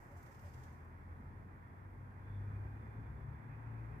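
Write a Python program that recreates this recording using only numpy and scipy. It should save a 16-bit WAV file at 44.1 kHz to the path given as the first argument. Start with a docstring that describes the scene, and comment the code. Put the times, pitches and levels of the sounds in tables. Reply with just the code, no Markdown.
"""In the first second two pigeons land on a roof terrace, over the wash of distant town traffic:
feathers rub, swish and snap, and the braking downstrokes push puffs of air with a short hum.
Then a vehicle accelerates in the street below the walls, its exhaust tone rising with the firing
rate, and wheels thud over the road. Past the middle a second, rougher engine swells to join it,
a brake squeaks faintly and the wheels thud twice more."""
import sys
import numpy as np
from scipy import signal
from scipy.fft import rfft, irfft
from scipy.io import wavfile

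SR = 44100
rng = np.random.default_rng(int(sys.argv[2]) if len(sys.argv) > 2 else 0)


def dump(signal):
    """Clip the signal to [-1, 1] and save it as 16-bit WAV at the path in sys.argv[1]."""
    limited = np.clip(np.atleast_2d(signal).T, -1, 1)
    pcm = np.round(limited * 32767).astype(np.int16)
    wavfile.write(sys.argv[1], SR, pcm)


N = 176400
T, HZ = np.arange(N) / SR, np.fft.rfftfreq(N, 1 / SR)

# spectrum of the street rumble: f/Hz, density level/dB
RUMBLE_SPECTRUM = [(15, -110), (30, -100.5), (42, -81), (60, -79.5), (100, -75.5), (135, -77), (170, -82.5),
                   (240, -84), (330, -88), (450, -92), (700, -112), (2000, -150)]


def feathers():
    """Friction noise: each stroke is a swell of air hiss and clicks of barbs slipping over each other."""
    strokes = [(0.017, -75.5, 0.13, 3.5), (.125, -77, .04, 2), (0.183, -73, 0.062, 2),
               (0.232, -67, 0.013, 4), (0.266, -71, 0.018, -2.5), (0.295, -81, 0.038, 0),
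               (0.329, -72, 0.042, 2), (0.35, -71.5, 0.014, -3), (0.397, -72, 0.013, -2),
               (0.424, -73, 0.047, 6), (0.467, -72.5, 0.067, -2), (0.488, -78, 0.017, 0),
               (0.543, -67.5, 0.017, -1), (0.595, -75, 0.051, 0), (0.64, -68.5, 0.022, -2),
               (0.732, -77, .025, 2), (0.85, -79.5, .01, 7)]  # peak t/s, level/dB, length/s, treble tilt/(dB per octave)
    spectrum = [(1500, -18), (2800, 2), (3800, -3), (5000, 1.5), (6500, 2.5), (8000, 0), (9500, -6),
                (10500, -3.5), (13000, -3), (15500, -4.5)]  # feather colour: f/Hz, level/dB
    side = [(3000, -1), (5500, -4.5), (7500, -6.5), (9500, 19), (12000, 0.5), (15500, 3)]  # f/Hz, left minus right/dB
    clicks_per_s, click_share = 6300, 0.24  # share of the power
    out, colour = np.zeros((2, N)), amp(by_hz(spectrum))
    for at, db, length, tilt_db in strokes:
        clicks = rng.standard_normal((2, N)) * (rng.random(N) < clicks_per_s / SR)
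        swish = rng.standard_normal((2, N))
        friction = np.sqrt(click_share) * unit(clicks) + np.sqrt(1 - click_share) * swish
        rise, fall = bell(at, 0.31 * length), np.exp(-abs(T - at) / (0.61 * length))
        tilted = unit(colour * amp(tilt_db * np.log2((HZ + 100) / 7000)))
        out += amp(db) * np.where(T < at, rise, fall) * irfft(rfft(friction) * tilted, N)
    direct = amp(-1) * irfft(rfft(out) * pan(by_hz(side)), N)
    return direct + amp(-1.5) * walls(direct)


def walls(x, t60_s=0.64):
    """Reverberation: echoes scattered between the terrace walls build up, then decay exponentially."""
    t = T[:SR]
    tail = rng.standard_normal((2, SR)) * amp(-60 * t / t60_s) * (1 - np.exp(-t / 0.014))
    return signal.fftconvolve(x, tail / np.linalg.norm(tail[0]), axes=1)[:, :N]


def downstrokes():
    """Air displacement: a spread wing shoves a puff while its flight feathers hum on a falling pitch."""
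    wingbeats = [(.128, -58, 573, -64.5), (.18, -57.5, 715, -65.5), (.293, -75, 543, -68),
                 (.458, -51.5, 598, -63)]  # peak t/s, puff level/dB, hum f/Hz, hum level/dB
    puff_hz, puff_s, hum_s, sag_per_s = 91, 0.023, 0.016, 1.2
    out = np.zeros(N)
    for at, puff_db, hum_hz, hum_db in wingbeats:
        t = T - at
        out += amp(puff_db) * bell(at, puff_s) * np.sin(2 * np.pi * (puff_hz * t + rng.random()))
        hum_phase = 2 * np.pi * hum_hz * (t - sag_per_s * t ** 2 / 2) + 1.2 * drift(41)
        out += amp(hum_db) * bell(at, hum_s) * np.sin(hum_phase)
    return np.sqrt(2) * out * pan(0.5)


def engines():
    """Diffraction: only the lowest exhaust harmonics of the two engines reach over the wall."""
    firing = [(0, 82.5), (.8, 82.9), (1.2, 86.77), (1.8, 94.93), (2.3, 99.97), (2.7, 103.5), (2.95, 108.1),
              (3.2, 108.7), (3.6, 114), (4, 114.7)]  # accelerating engine: t/s, firing f/Hz
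    level = [(0, -87), (.18, -59.5), (.33, -70.5), (.45, -57.5), (.7, -57.5), (1.2, -55), (1.55, -58.5),
             (2.0, -55.5), (2.25, -53.5), (2.38, -44), (2.63, -43), (2.85, -55), (3.0, -49.5), (3.15, -58),
             (3.3, -46), (3.36, -57), (3.42, -53.5), (3.52, -51.5), (3.75, -46.5), (4, -54)]  # its exhaust tone: t/s, level/dB
    orders = [(0.99, 0), (2, -22), (5 / 2, -24)]  # its partials: multiple of the firing rate, relative level/dB
    throb = [(0, -68), (.8, -70.5), (1.1, -59), (1.4, -64.5), (1.6, -70), (2.0, -59), (2.6, -54.5),
             (2.88, -65.5), (3.05, -53), (3.45, -71), (3.85, -53), (4, -62)]  # its beat at half the firing rate: t/s, level/dB
    rough_engine = [(0, 63.27, -68), (1.2, 63.37, -65.5), (1.7, 64.2, -73), (2.25, 66.04, -60),
                    (2.42, 67.5, -65), (2.6, 67.4, -48), (2.88, 69.45, -58), (3.02, 69.96, -58.5),
                    (3.25, 70.5, -52), (3.5, 72.35, -68), (3.75, 73.56, -57.5), (4, 74.7, -63)]  # second engine: t/s, firing f/Hz, level/dB
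    octave = [(0, -68.5), (.35, -64), (.5, -58.5), (1.05, -73), (1.23, -56), (1.45, -76.5), (2.0, -57.5),
              (2.3, -71.5), (2.55, -61), (2.85, -66.5), (3, -57.5), (3.25, -54.5), (3.4, -61), (3.54, -49),
              (3.62, -63), (4, -56)]  # its second harmonic: t/s, level/dB
    side = [(0, 3), (1, 1), (1.5, 2), (2.7, 1.1), (2.95, 2.5), (4, 3.5)]  # both engines: t/s, left minus right/dB
    turns = np.cumsum(by_time(firing)) / SR
    exhaust = sum(amp(db) * partial(k * turns, rough=0.1, flutter_hz=4.6) for k, db in orders)
    first = amp(by_time(level)) * exhaust
    first += amp(by_time(throb)) * partial(turns / 2, rough=0.43, flutter_hz=2.7)
    turns = np.cumsum(by_time(rough_engine)) / SR
    second = amp(by_time(rough_engine, column=2)) * partial(turns, rough=0.75, flutter_hz=9)
    second += amp(by_time(octave)) * partial(2 * turns, rough=0.99, flutter_hz=7.9)
    return (first + second) * pan(by_time(side))


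def partial(turns, rough, flutter_hz):
    """Multipath interference between the houses makes an exhaust harmonic waver in level and phase."""
    phase = 2 * np.pi * (turns + rng.random())
    in_phase = (1 + rough * drift(flutter_hz)) * np.sin(phase)
    quadrature = rough * drift(flutter_hz) * np.cos(phase)
    return unit(in_phase + quadrature)


def bumps():
    """Impact excitation: a wheel thuds out a burst of rumble and a hollow boom that sinks in pitch."""
    impacts = [(1.197, 0, 270, -52), (2.635, 1, 240, -52), (2.979, 9, 160, -50)]  # t/s, rumble gain/dB, boom starting f/Hz, boom level/dB
    rise_s, fall_s, sag_share, sag_s = 0.0031, 0.024, 0.55, 0.022
    burst, boom = np.zeros(N), np.zeros(N)
    for at, db, hz, boom_db in impacts:
        t = np.maximum(T - at, 0)
        thud = (1 - np.exp(-t / rise_s)) * np.exp(-t / fall_s)
        pitch_hz = hz * (1 - sag_share * (1 - np.exp(-t / sag_s)))
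        turns = np.cumsum(pitch_hz) / SR
        burst += amp(db) * thud
        boom += amp(boom_db) * thud * np.sqrt(2) * np.sin(2 * np.pi * (turns + rng.random()))
    return diffuse_field(RUMBLE_SPECTRUM) * burst + boom


def brakes(waver_db=3.5, waver_hz=8):
    """Resonance: brakes ring in narrow bands of noise, heard as faint, wavering squeaks and whines."""
    squeaks = [(2.35, .05, 3515, 70, -87), (2.365, 0.1, 3430, 240, -85.5), (3.086, 0.99, 1590, 67.7, -78),
               (2.66, 0.29, 2405, 75, -77.5), (3.1, 0.4, 3470, 190, -93.5), (1.45, 0.38, 3360, 70, -99),
               (3.72, .25, 2480, 300, -80.5)]  # peak t/s, Gaussian width/s, f/Hz, bandwidth/Hz, level/dB
    out = np.zeros((2, N))
    for at, width_s, hz, bandwidth, db in squeaks:
        band = 1 / (1 + ((HZ - hz) / (bandwidth / 2)) ** 4)
        ring = irfft(rfft(rng.standard_normal((2, N))) * band, N)
        out += amp(db + waver_db * drift(waver_hz)) * bell(at, width_s) * unit(ring)
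    return out * pan(-2.5)


def traffic():
    """Incoherent addition: rumble, tyre wash and high tyre hiss sum, swelling as vehicles come closer."""
    wash_spectrum = [(100, -110), (400, -100.5), (620, -100), (800, -96), (980, -95), (1200, -97),
                     (1450, -98.5), (1900, -100.5), (2400, -109), (2700, -118), (3000, -126), (3400, -124),
                     (4000, -136), (6000, -145)]  # distant tyres: f/Hz, density level/dB
    fizz_spectrum = [(2500, -140), (3400, -133), (4200, -133), (4800, -132), (6500, -136), (9000, -136),
                     (12000, -135), (15500, -136)]  # high tyre hiss: f/Hz, density level/dB
    # swell of each layer: t/s, gain/dB
    rumble_gain = [(0, -4), (.8, -2), (1.05, -3.5), (1.2, -1), (1.4, -1), (2.1, -2), (2.62, 2), (2.85, 1),
                   (3.0, 1), (3.6, -1), (4, 1)]
    wash_gain = [(0, 4), (.5, 4), (1.2, 2.5), (2.1, 2.5), (2.5, 5), (3.2, 4.5), (4, 6)]
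    fizz_gain = [(0, -6), (.85, 4), (1.2, 6), (1.5, 3), (2.1, 4), (2.5, 7.5), (3.1, 5.5), (3.5, 4),
                 (4, 7.5)]
    rumble = diffuse_field(RUMBLE_SPECTRUM) * amp(by_time(rumble_gain) + 0.23 * drift(18))
    wash = diffuse_field(wash_spectrum) * amp(by_time(wash_gain) + 0.59 * drift(17))
    fizz = diffuse_field(fizz_spectrum) * amp(by_time(fizz_gain))
    return rumble + wash + fizz


def hiss():
    """Self-noise: the microphones add a faint, steady hiss."""
    spectrum = [(2000, -133), (5000, -132), (7500, -132.5), (9500, -131.5), (11000, -130), (15500, -130)]  # noise floor: f/Hz, density level/dB
    return diffuse_field(spectrum)


def diffuse_field(spectrum):
    """Spatial coherence: diffuse noise at two points is most alike in the bass, where waves are long."""
    likeness = [(60, 0.99), (120, 0.87), (180, 0.85), (340, 0.69), (490, 0.41), (620, 0.19), (940, 0.06),
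                (1180, 0.61), (1400, 0.55), (1750, 0.43), (2200, 0.035), (2500, .33), (4000, 0)]  # f/Hz, coherence of left and right
    lead = [(600, 0), (850, -0.1), (1000, 3), (1400, 3), (1720, 2), (1980, 1.5), (2240, -.7), (2500, -2),
            (3500, -1.5)]  # f/Hz, phase lead of the left/rad
    side = [(60, -2), (170, 1.5), (400, -1.5), (900, -1), (1400, -1), (2100, -8), (2800, -1), (5000, -1),
            (12000, -0.5)]  # f/Hz, left minus right/dB
    common, separate = rfft(rng.standard_normal((2, N)))
    coherence = by_hz(likeness)
    left = common * np.exp(1j * by_hz(lead))
    right = coherence * common + np.sqrt(1 - coherence ** 2) * separate
    coloured = np.array([left, right]) * amp(by_hz(spectrum)) * pan(by_hz(side))
    return irfft(coloured, N) * np.sqrt(SR / 2)


def amp(db):
    """Amplitude ratio of a level."""
    return 10 ** (np.asarray(db) / 20)


def unit(x):
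    """Normalisation to an RMS of 1."""
    return x / np.sqrt(np.mean(x ** 2) + 1e-30)


def by_hz(points):
    """Interpolation of a spectrum on a log-frequency axis."""
    f, value = np.transpose(points)
    return np.interp(np.log(HZ + 1), np.log(f), value)


def by_time(points, column=1):
    """Linear interpolation of a control curve in time."""
    rows = np.array(points)
    return np.interp(T, rows[:, 0], rows[:, column])


def pan(db):
    """Constant-power gains for a level difference, left minus right."""
    gains = np.array([amp(db / 2), amp(-db / 2)]).reshape(2, -1)
    return gains / np.sqrt((gains ** 2).mean(0))


def drift(rate_hz):
    """Low-pass noise: slow random motion with an RMS of 1."""
    return unit(irfft(rfft(rng.standard_normal(N)) / (1 + (HZ / rate_hz) ** 4), N))


def bell(at, width_s):
    """Gaussian envelope."""
    return np.exp(-.5 * ((T - at) / width_s) ** 2)


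def scene():
    """Superposition: the pressures from the pigeons and the street add."""
    return feathers() + downstrokes() + engines() + traffic() + bumps() + brakes() + hiss()


def record(dry, edge_hz=15500, fade_s=0.002):
    """Band limiting: the ends fade briefly and a low-pass filter removes the highest treble."""
    ends = np.sin(np.pi / 2 * np.minimum(np.minimum(T, T[::-1]) / fade_s, 1)) ** 2
    low_pass = signal.firwin(511, edge_hz, window=("kaiser", 9), fs=SR)
    return signal.oaconvolve(dry * ends, low_pass[None], "same")


dry = scene()
out = record(dry)
dump(out)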